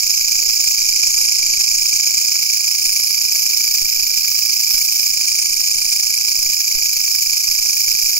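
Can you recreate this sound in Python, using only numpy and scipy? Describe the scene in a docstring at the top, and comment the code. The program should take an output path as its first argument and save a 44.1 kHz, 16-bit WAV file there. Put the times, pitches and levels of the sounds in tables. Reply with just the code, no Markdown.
"""A katydid trills close by at night, as two microphones hear it.
About 28 times a second its wings shut and open, a scraper running over a file of teeth, slow then fast.
The tooth clicks ring the wing, and nearby leaves scatter and mirror the sound.
The loud strokes make the microphones crackle and jolt, over a faint steady hiss."""
import sys
import numpy as np
from scipy import signal
from scipy.fft import rfft, irfft, next_fast_len
from scipy.io import wavfile
from scipy.ndimage import uniform_filter1d, map_coordinates

SR = 44100
rng = np.random.default_rng(int(sys.argv[2]) if len(sys.argv) > 2 else 0)


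def generate_wav(signal):
    """Clip the signal to [-1, 1] and save it as 16-bit WAV at the path in sys.argv[1]."""
    frames = np.transpose(np.atleast_2d(signal))
    scaled = np.clip(frames, -1, 1) * 32767
    pcm = np.round(scaled).astype(np.int16)
    wavfile.write(sys.argv[1], SR, pcm)


N = 361179  # samples, about 8.2 s

BEAT_HZ = 27.95  # wing beats per second, before the drift
BEAT_MS = 1e3 / BEAT_HZ
SIDE = np.array([[.5], [-.5]])  # shares a left-minus-right level between left and right
# edges of the three treble bands: edge_hz
TREBLE_EDGES_HZ = [8250, 11000, 13300, 22050]


def undb(db):
    """Turn decibels into an amplitude factor."""
    return 10 ** (np.asarray(db) / 20)


def unit(x):
    """Scale a sound to an average (rms) level of 1."""
    return x / np.sqrt(np.mean(x ** 2))


def wander(hz):
    """Smooth chance up to hz, spread 1."""
    lowpass = signal.butter(2, hz, fs=SR, output="sos")
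    return unit(signal.sosfilt(lowpass, rng.standard_normal(N)))


def over_time(table):
    """Draw each column of a table as a curve over time; the first column is start_s."""
    start_s, *columns = np.transpose(table)
    return [np.interp(np.arange(N) / SR, start_s, column) for column in columns]


def band(spectrum, f, low_hz, high_hz, size):
    """Cut one band out of a spectrum and turn it back into sound."""
    return irfft(spectrum * ((f >= low_hz) & (f < high_hz)), size)[:, :N]


def beat():
    """Number of each wing beat and the time within it in ms, as the beat drifts early and late."""
    # drift of the wing beat: start_s, behind_even_beat_ms
    drift = [(0, -1.74), (0.18, -1.51), (0.39, -0.72), (0.57, -2.5), (0.68, -2.5), (0.82, -3), (0.93, -2.5),
             (1.25, -1.0), (1.43, -0.36), (1.57, -0.43), (1.72, -1.5), (1.86, -2), (1.97, -2.5),
             (2.04, -2.5), (2.11, -2), (2.18, -2.5), (2.5, -4), (2.68, -3.5), (2.93, -4.0), (3.29, -4),
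             (3.61, -5.5), (3.93, -8), (4.11, -8.5), (4.53, -11.5), (4.71, -13), (4.85, -13), (5.0, -12.5),
             (5.14, -12), (5.32, -12), (5.43, -12.0), (5.53, -11.5), (5.64, -10.5), (5.68, -10.5),
             (5.86, -11.5), (6.21, -11.5), (6.32, -12), (6.5, -11.5), (6.57, -11.5), (6.72, -10),
             (6.82, -9), (6.9, -9.5), (6.97, -7.0), (7.08, -4.5), (7.34, 0.76), (7.44, 2), (7.81, 8),
             (7.92, 10.5), (8.19, 12.5)]
    behind_ms, = over_time(drift)
    turns = (np.arange(N) / SR - behind_ms / 1e3) * BEAT_HZ + .5
    return np.floor(turns).astype(int) + 2, (turns % 1 - .5) * BEAT_MS


def stroke():
    """One wing beat: each scrape swells and fades, and the scraper eases off before the next."""
    # the scrapes of one beat, in order: slow drag, quick flick, closing, opening
    # columns: middle_ms (from mid closing), length_ms, teeth struck start_hz, middle_hz, end_hz,
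    # steepness of the turn to the ends (power), level_db, fall_to_ends_db, roughness (0-1),
    # crackle_db, lowest_partial_db
    scrapes = [(-16, 6.5, 2450, 2370, 2300, 1.499, -6, .5, .6, -14.5, -8.5),
               (-9, 2.2, 7800, 5100, 6500, 1.6, 4.9, 3, .2, -18, -3),
               (-1.06, 10.8, 2200, 2400, 2720, 1.15, -1, 5, .13, 1, -1),
               (9, 6.8, 9800, 4950, 7300, 2.4, 0.5, 2.5, 0.2, -6, -1)]
    ease_db, ease_rough, ease_crackle_db = -34, .55, -25
    # lighter pressure is rougher (share per dB) and crackles less (dB per dB)
    rough_per_db, crackle_per_db = 0.44, 3.5
    (middle, length, start_hz, middle_hz, end_hz, steep,
     db, fall_db, rough, crackle_db, low_db) = np.transpose(scrapes)[:, :, None]
    u = np.linspace(-1, 1, 11)  # from start to end of a scrape
    at = middle + u * length / 2
    fall = fall_db * u ** 2
    side_hz = np.where(u < 0, start_hz, end_hz)
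    hz = middle_hz + (side_hz - middle_hz) * np.abs(u) ** steep
    scrape = [at, hz, db - fall, rough + rough_per_db * fall,
              crackle_db - crackle_per_db * fall, low_db + 0 * u]
    # one easing point halfway to the next scrape; after the last comes the next beat
    after = np.roll(at[:, 0], -1)
    after[-1] += BEAT_MS
    ease_hz = (hz[:, -1] + np.roll(hz[:, 0], -1)) / 2
    ease = [(at[:, -1] + after) / 2, ease_hz, ease_db, ease_rough, ease_crackle_db, 0]
    return [np.column_stack([s, e + np.zeros(len(s))]).ravel() for s, e in zip(scrape, ease)]


def teeth(number, ms):
    """Tooth clicks as a band-limited pulse train mixed with scratchy noise; also the microphone strain."""
    chance = rng.standard_normal((number.max() + 2, 5))
    # a strong beat tends to be followed by a weak one
    chance = (np.diff(chance, axis=0) / np.sqrt(2))[number].T
    at, *columns = stroke()
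    ms = ms + 0.151 * chance[0]
    hz, db, rough, crackle_db, low_db = (np.interp(ms, at, c, period=BEAT_MS) for c in columns)
    rough = np.clip(rough * np.exp(0.355 * chance[2]), 0, 1)
    # the scraper catches and slips, so its speed and pressure waver
    hz = hz * (1 + .012 * chance[1] + .12 * rough * wander(903.0))
    phase = 2 * np.pi * np.cumsum(hz) / SR
    # teeth struck faster than the wing can settle blur into a near-sine
    sharp = np.interp(hz, [3000, 4500], [1, .35])
    clicks = undb(low_db + 0.95 * chance[4]) * np.cos(phase)
    for k in range(2, 9):
        below_top = np.clip((17000 - k * hz) / 500, 0, 1)  # fade partials out near 17 kHz
        clicks = clicks + np.cos(k * phase) * sharp ** (k - 1) * below_top
    highpass = signal.butter(1, 3500., "high", fs=SR, output="sos")
    scratch = signal.sosfilt(highpass, rng.standard_normal(N)) * (.8 + 1.6 * sharp)
    waver_db = 4.2 * np.tanh(wander(490.0)) * np.sqrt(rough)
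    pressure = undb(db + 0.51 * chance[3] + waver_db)
    strain = undb(crackle_db + 1.14 * chance[3] + 0.81 * chance[4])
    # more roughness means less clicking and more scratching
    return pressure * (np.sqrt(1 - rough ** 2) * clicks + rough * scratch), strain


def wing(f):
    """The wing's resonances add in power, the left lead turns from one to the next; the lows are cut."""
    # resonances at each microphone: pitch_hz, width_hz (between the points 6 dB down),
    # left_db, right_db, left_lead_radians
    resonances = [(2315, 312, -13.5, -19.5, -1.34), (2423, 690, -14.5, -16.5, -2),
                  (3040, 290, -19, -24.5, -3), (3840, 450, -26.5, -24.5, 3.5), (4180, 240, -21, -25, -2),
                  (4590, 940, -14.5, -17, -1), (4551, 93, -11.5, -7.5, -0.3), (5163, 670, -26, -2.5, -1.2),
                  (5710, 520, -13.5, -6, -3), (5810, 210, -11, -13, 0.35), (6210, 174, -7, -3.5, -2),
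                  (6334, 270, -6.5, -7.5, 1.5), (6754, 420, -3.5, -7.5, 0.76),
                  (7328, 326, -7.5, -8.5, -2.5), (8480, 430, -19.5, -14, 4), (8590, 470, -18.5, -13, 2.5),
                  (9300, 390, -9.5, -27.5, -3), (9940, 520, -15, -11.5, 3), (10560, 560, -7.5, -14.5, 5),
                  (11490, 620, -13, -12.5, -2.5), (12570, 610, -11.5, -18, 1.5),
                  (12820, 860, -18.5, -20, 2), (13940, 650, -7, -14, 1.5), (14760, 760, -13, -13, -3),
                  (16700, 450, -29, -2, 3), (15500, 490, -23, -10, 3.5)]
    power = 0
    for hz, width, left_db, right_db, _ in resonances:
        shape = 1 / (1 + (1.3 * (f - hz) / width) ** 2) ** 4
        power = power + undb([[left_db], [right_db]]) ** 2 * shape
    # steep low cut: hardly any buzz is heard below about 2.1 kHz
    power = power / (1 + (2100. / (f + 1)) ** 16)
    hz, *_, lead = np.transpose(resonances)
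    turn = np.interp(f, hz, np.cos(lead)) + 1j * np.interp(f, hz, np.sin(lead))
    return np.sqrt(power) * np.array([turn / np.abs(turn), np.ones(len(f))])


def leaves(clicks, f, size, t60_s=0.1):
    """Scatter off trembling leaves: noise that follows the loudness of the clicks with a short tail."""
    # leaf scatter: pitch_hz, level_db, share common to both microphones (0-1)
    scatter_levels = [(2340, -5, 0), (3470, -1.5, 0.83), (5270, -7.5, 0), (7100, -8.5, 0.4),
                      (8484, -2.5, 1), (8410, 13, 0.88), (11200, 2, 0.63), (12600, 0, 0.9),
                      (15000, 0, 0.37)]
    decay = np.exp(-2 * np.log(1000) / (t60_s * SR))
    power = signal.lfilter([1], [1, -decay], clicks ** 2)
    left_right_common = unit(np.sqrt(power)) * rng.standard_normal((3, N))
    noise = rfft(left_right_common, size)
    hz, level_db, share = np.transpose(scatter_levels)
    share = np.clip(np.interp(f, hz, share), 0, 1)
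    scatter = np.sqrt(1 - share) * noise[:2] + np.sqrt(share) * noise[2]
    return undb(np.interp(f, hz, level_db)) * scatter


def buzz(spectrum, f, size):
    """The sound below the treble, its upper part rising and falling against the lower one."""
    # level of the upper buzz against the lower one: start_s, level_db
    upper_levels = [(0, 1), (1.0, 1.6), (2.2, 1), (3.0, -0.5), (4.3, -1.4), (5.3, 0), (6.5, 0.2), (7.3, 0),
                    (8.19, -0.5)]
    upper_hz = 5950
    upper_db, = over_time(upper_levels)
    lower = band(spectrum, f, 0, upper_hz, size)
    upper = band(spectrum, f, upper_hz, TREBLE_EDGES_HZ[0], size)
    return unit(lower + upper * undb(upper_db))


def mirrored(x):
    """A near leaf echoes the treble; as the lag wanders, the peaks and dips slide."""
    # mean lag, one row for left and one for right: lag_ms
    mirror_ms = [
        [1.1],
        [0.85],
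    ]
    level_db, wander_ms = -5, .04
    lag_ms = np.array(mirror_ms) + wander_ms * np.array([wander(.5), wander(.5)])
    echo = [map_coordinates(v, [np.arange(N) - lag], order=3, mode="mirror")
            for v, lag in zip(x, lag_ms * SR / 1e3)]
    return x + undb(level_db) * np.array(echo)


def treble(spectrum, f, size):
    """Three treble bands, each with its own changing level, plus their leaf echo."""
    # relative levels of the bands: start_s, low_band_db, middle_band_db, high_band_db
    treble_levels = [(0.06, -33, -32, -27), (0.62, -34, -31.5, -28), (1.0, -34, -30, -31),
                     (1.23, -32.5, -27.5, -35), (1.45, -33.5, -31.5, -35), (1.61, -33, -30, -31),
                     (2.53, -32.5, -33, -29), (3.07, -31, -29.5, -28), (3.74, -33, -31, -26),
                     (4.53, -34.5, -31, -26), (4.71, -32.5, -30.5, -23), (5.06, -33.5, -30.5, -24.5),
                     (5.2, -33, -33, -29.5), (5.96, -32, -31, -29.5), (6.14, -32.5, -30.5, -29),
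                     (6.17, -33.5, -31.5, -28), (7.6, -34, -30.5, -27.5), (8.12, -32, -29.5, -26)]
    bands = 0
    for low, high, db in zip(TREBLE_EDGES_HZ, TREBLE_EDGES_HZ[1:], over_time(treble_levels)):
        bands = bands + undb(db) * unit(band(spectrum, f, low, high, size))
    return mirrored(bands)


def katydid(clicks):
    """The clicks ring the wing and scatter off leaves; the treble sways apart from the rest."""
    # slow changes as the microphones are held: start_s, level_db (relative, buzz only),
    # left_minus_right_db (buzz), left_minus_right_db (treble)
    sway = [(0.0, -17.5, -1.5, -1), (1.71, -17, -0.5, -1.5), (3.05, -18, -0.9, -1.5), (4.8, -17.5, -1, -3),
            (5.39, -18, -0.5, 0), (6.44, -18.5, -1, 0), (8.19, -18, -1, -2)]
    size = next_fast_len(N + 8192)  # room for the ringing
    f = np.arange(size // 2 + 1) * SR / size
    # the beating wing faces each microphone a little differently from moment to moment
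    facing = undb(1.02 * np.array([wander(250.0), wander(355.0)]))
    spectrum = rfft(unit(clicks) * facing, size) + leaves(clicks, f, size)
    spectrum = spectrum * wing(f)
    db, pan_db, treble_pan_db = over_time(sway)
    body = undb(2.0 + db + SIDE * pan_db) * buzz(spectrum, f, size)
    return body + undb(4.0 + SIDE * treble_pan_db) * treble(spectrum, f, size)


def crackle(strain):
    """Bursts of uneven clicks in the microphones, strongest under the loud strokes."""
    size = np.minimum(rng.exponential(size=(2, N)), 5.2)
    clicks = rng.standard_normal((2, N)) * undb(4.9 * size) * strain
    lowpass = signal.butter(2, 2600., fs=SR, output="sos")
    return unit(signal.sosfilt(lowpass, clicks)) * undb([[-54.], [-44.]])


def jolts(strain):
    """Sudden jumps of a microphone's rest point, which then creeps back."""
    # the strongest jolts of the right microphone: start_s, jump (full scale)
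    strong_jolts = [(0.044, -0.02), (0.211, -0.021), (0.36, -0.027), (0.475, -0.023), (0.687, -0.016),
                    (0.782, -0.019), (0.824, -0.019), (0.899, -0.023), (1.082, -0.026), (1.152, -0.017),
                    (1.223, -0.013), (1.395, -0.023), (1.433, -0.02), (1.49, -0.016), (1.576, 0.031),
                    (1.712, -0.028), (1.764, -0.02), (1.816, -0.016), (1.943, -0.024), (2.869, -0.03),
                    (3.431, -0.021), (3.689, -0.017), (3.82, -0.07), (3.855, 0.058), (3.962, 0.038),
                    (4.029, -0.028), (4.177, -0.018), (4.744, -0.043), (4.816, 0.017), (5.113, -0.02),
                    (5.32, -0.013), (5.507, -0.027), (5.566, -0.022), (5.76, -0.026), (5.857, -0.018),
                    (6.045, -0.019), (6.39, -0.031), (6.459, -0.044), (6.504, 0.029), (6.751, 0.083),
                    (6.781, -0.044), (6.815, -0.023), (6.969, -0.02), (7.272, -0.02), (7.491, -0.033),
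                    (7.598, -0.021), (7.875, 0.039), (7.944, -0.023), (8.038, -0.025)]
    happens = rng.random((2, N)) < 60. / SR  # about 60 small jumps a second
    jumps = rng.standard_normal((2, N)) * happens * strain * undb([[-62.], [-49.]])
    start_s, jump = np.transpose(strong_jolts)
    jumps[1, (start_s * SR).astype(int)] += jump
    softened = uniform_filter1d(jumps, size=24, axis=1)
    creep_s = 0.054
    return signal.lfilter([1], [1, -np.exp(-1 / (creep_s * SR))], softened)


def hiss():
    """Steady dull noise, separate in each microphone."""
    lowpass = signal.butter(2, 2600., fs=SR, output="sos")
    return unit(signal.sosfilt(lowpass, rng.standard_normal((2, N)))) * undb([[-57.], [-52.]])


def scene():
    """The trill, with the microphones' own crackle, jolts and hiss."""
    clicks, strain = teeth(*beat())
    return katydid(clicks) + crackle(strain) + jolts(strain) + hiss()


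def record(dry):
    """The rest point shifts with the loudness, the loudest peaks round off, the top is cut."""
    # shift per sound power, one row for left and one for right: share
    lopsided = [
        [-0.059],
        [-0.05],
    ]
    lopsided_hz, ceiling, top_hz = 120, .72, 15760  # ceiling in full scale
    power = dry ** 2 - np.mean(dry ** 2, axis=1, keepdims=True)
    slow_power = signal.sosfilt(signal.butter(3, lopsided_hz, fs=SR, output="sos"), power)
    rounded = dry / (1 + (dry / ceiling) ** 4) ** (1 / 4)
    wet = rounded + np.array(lopsided) * slow_power
    return signal.sosfilt(signal.ellip(16, .3, 100, top_hz, fs=SR, output="sos"), wet)


dry = scene()
out = record(dry)
generate_wav(out)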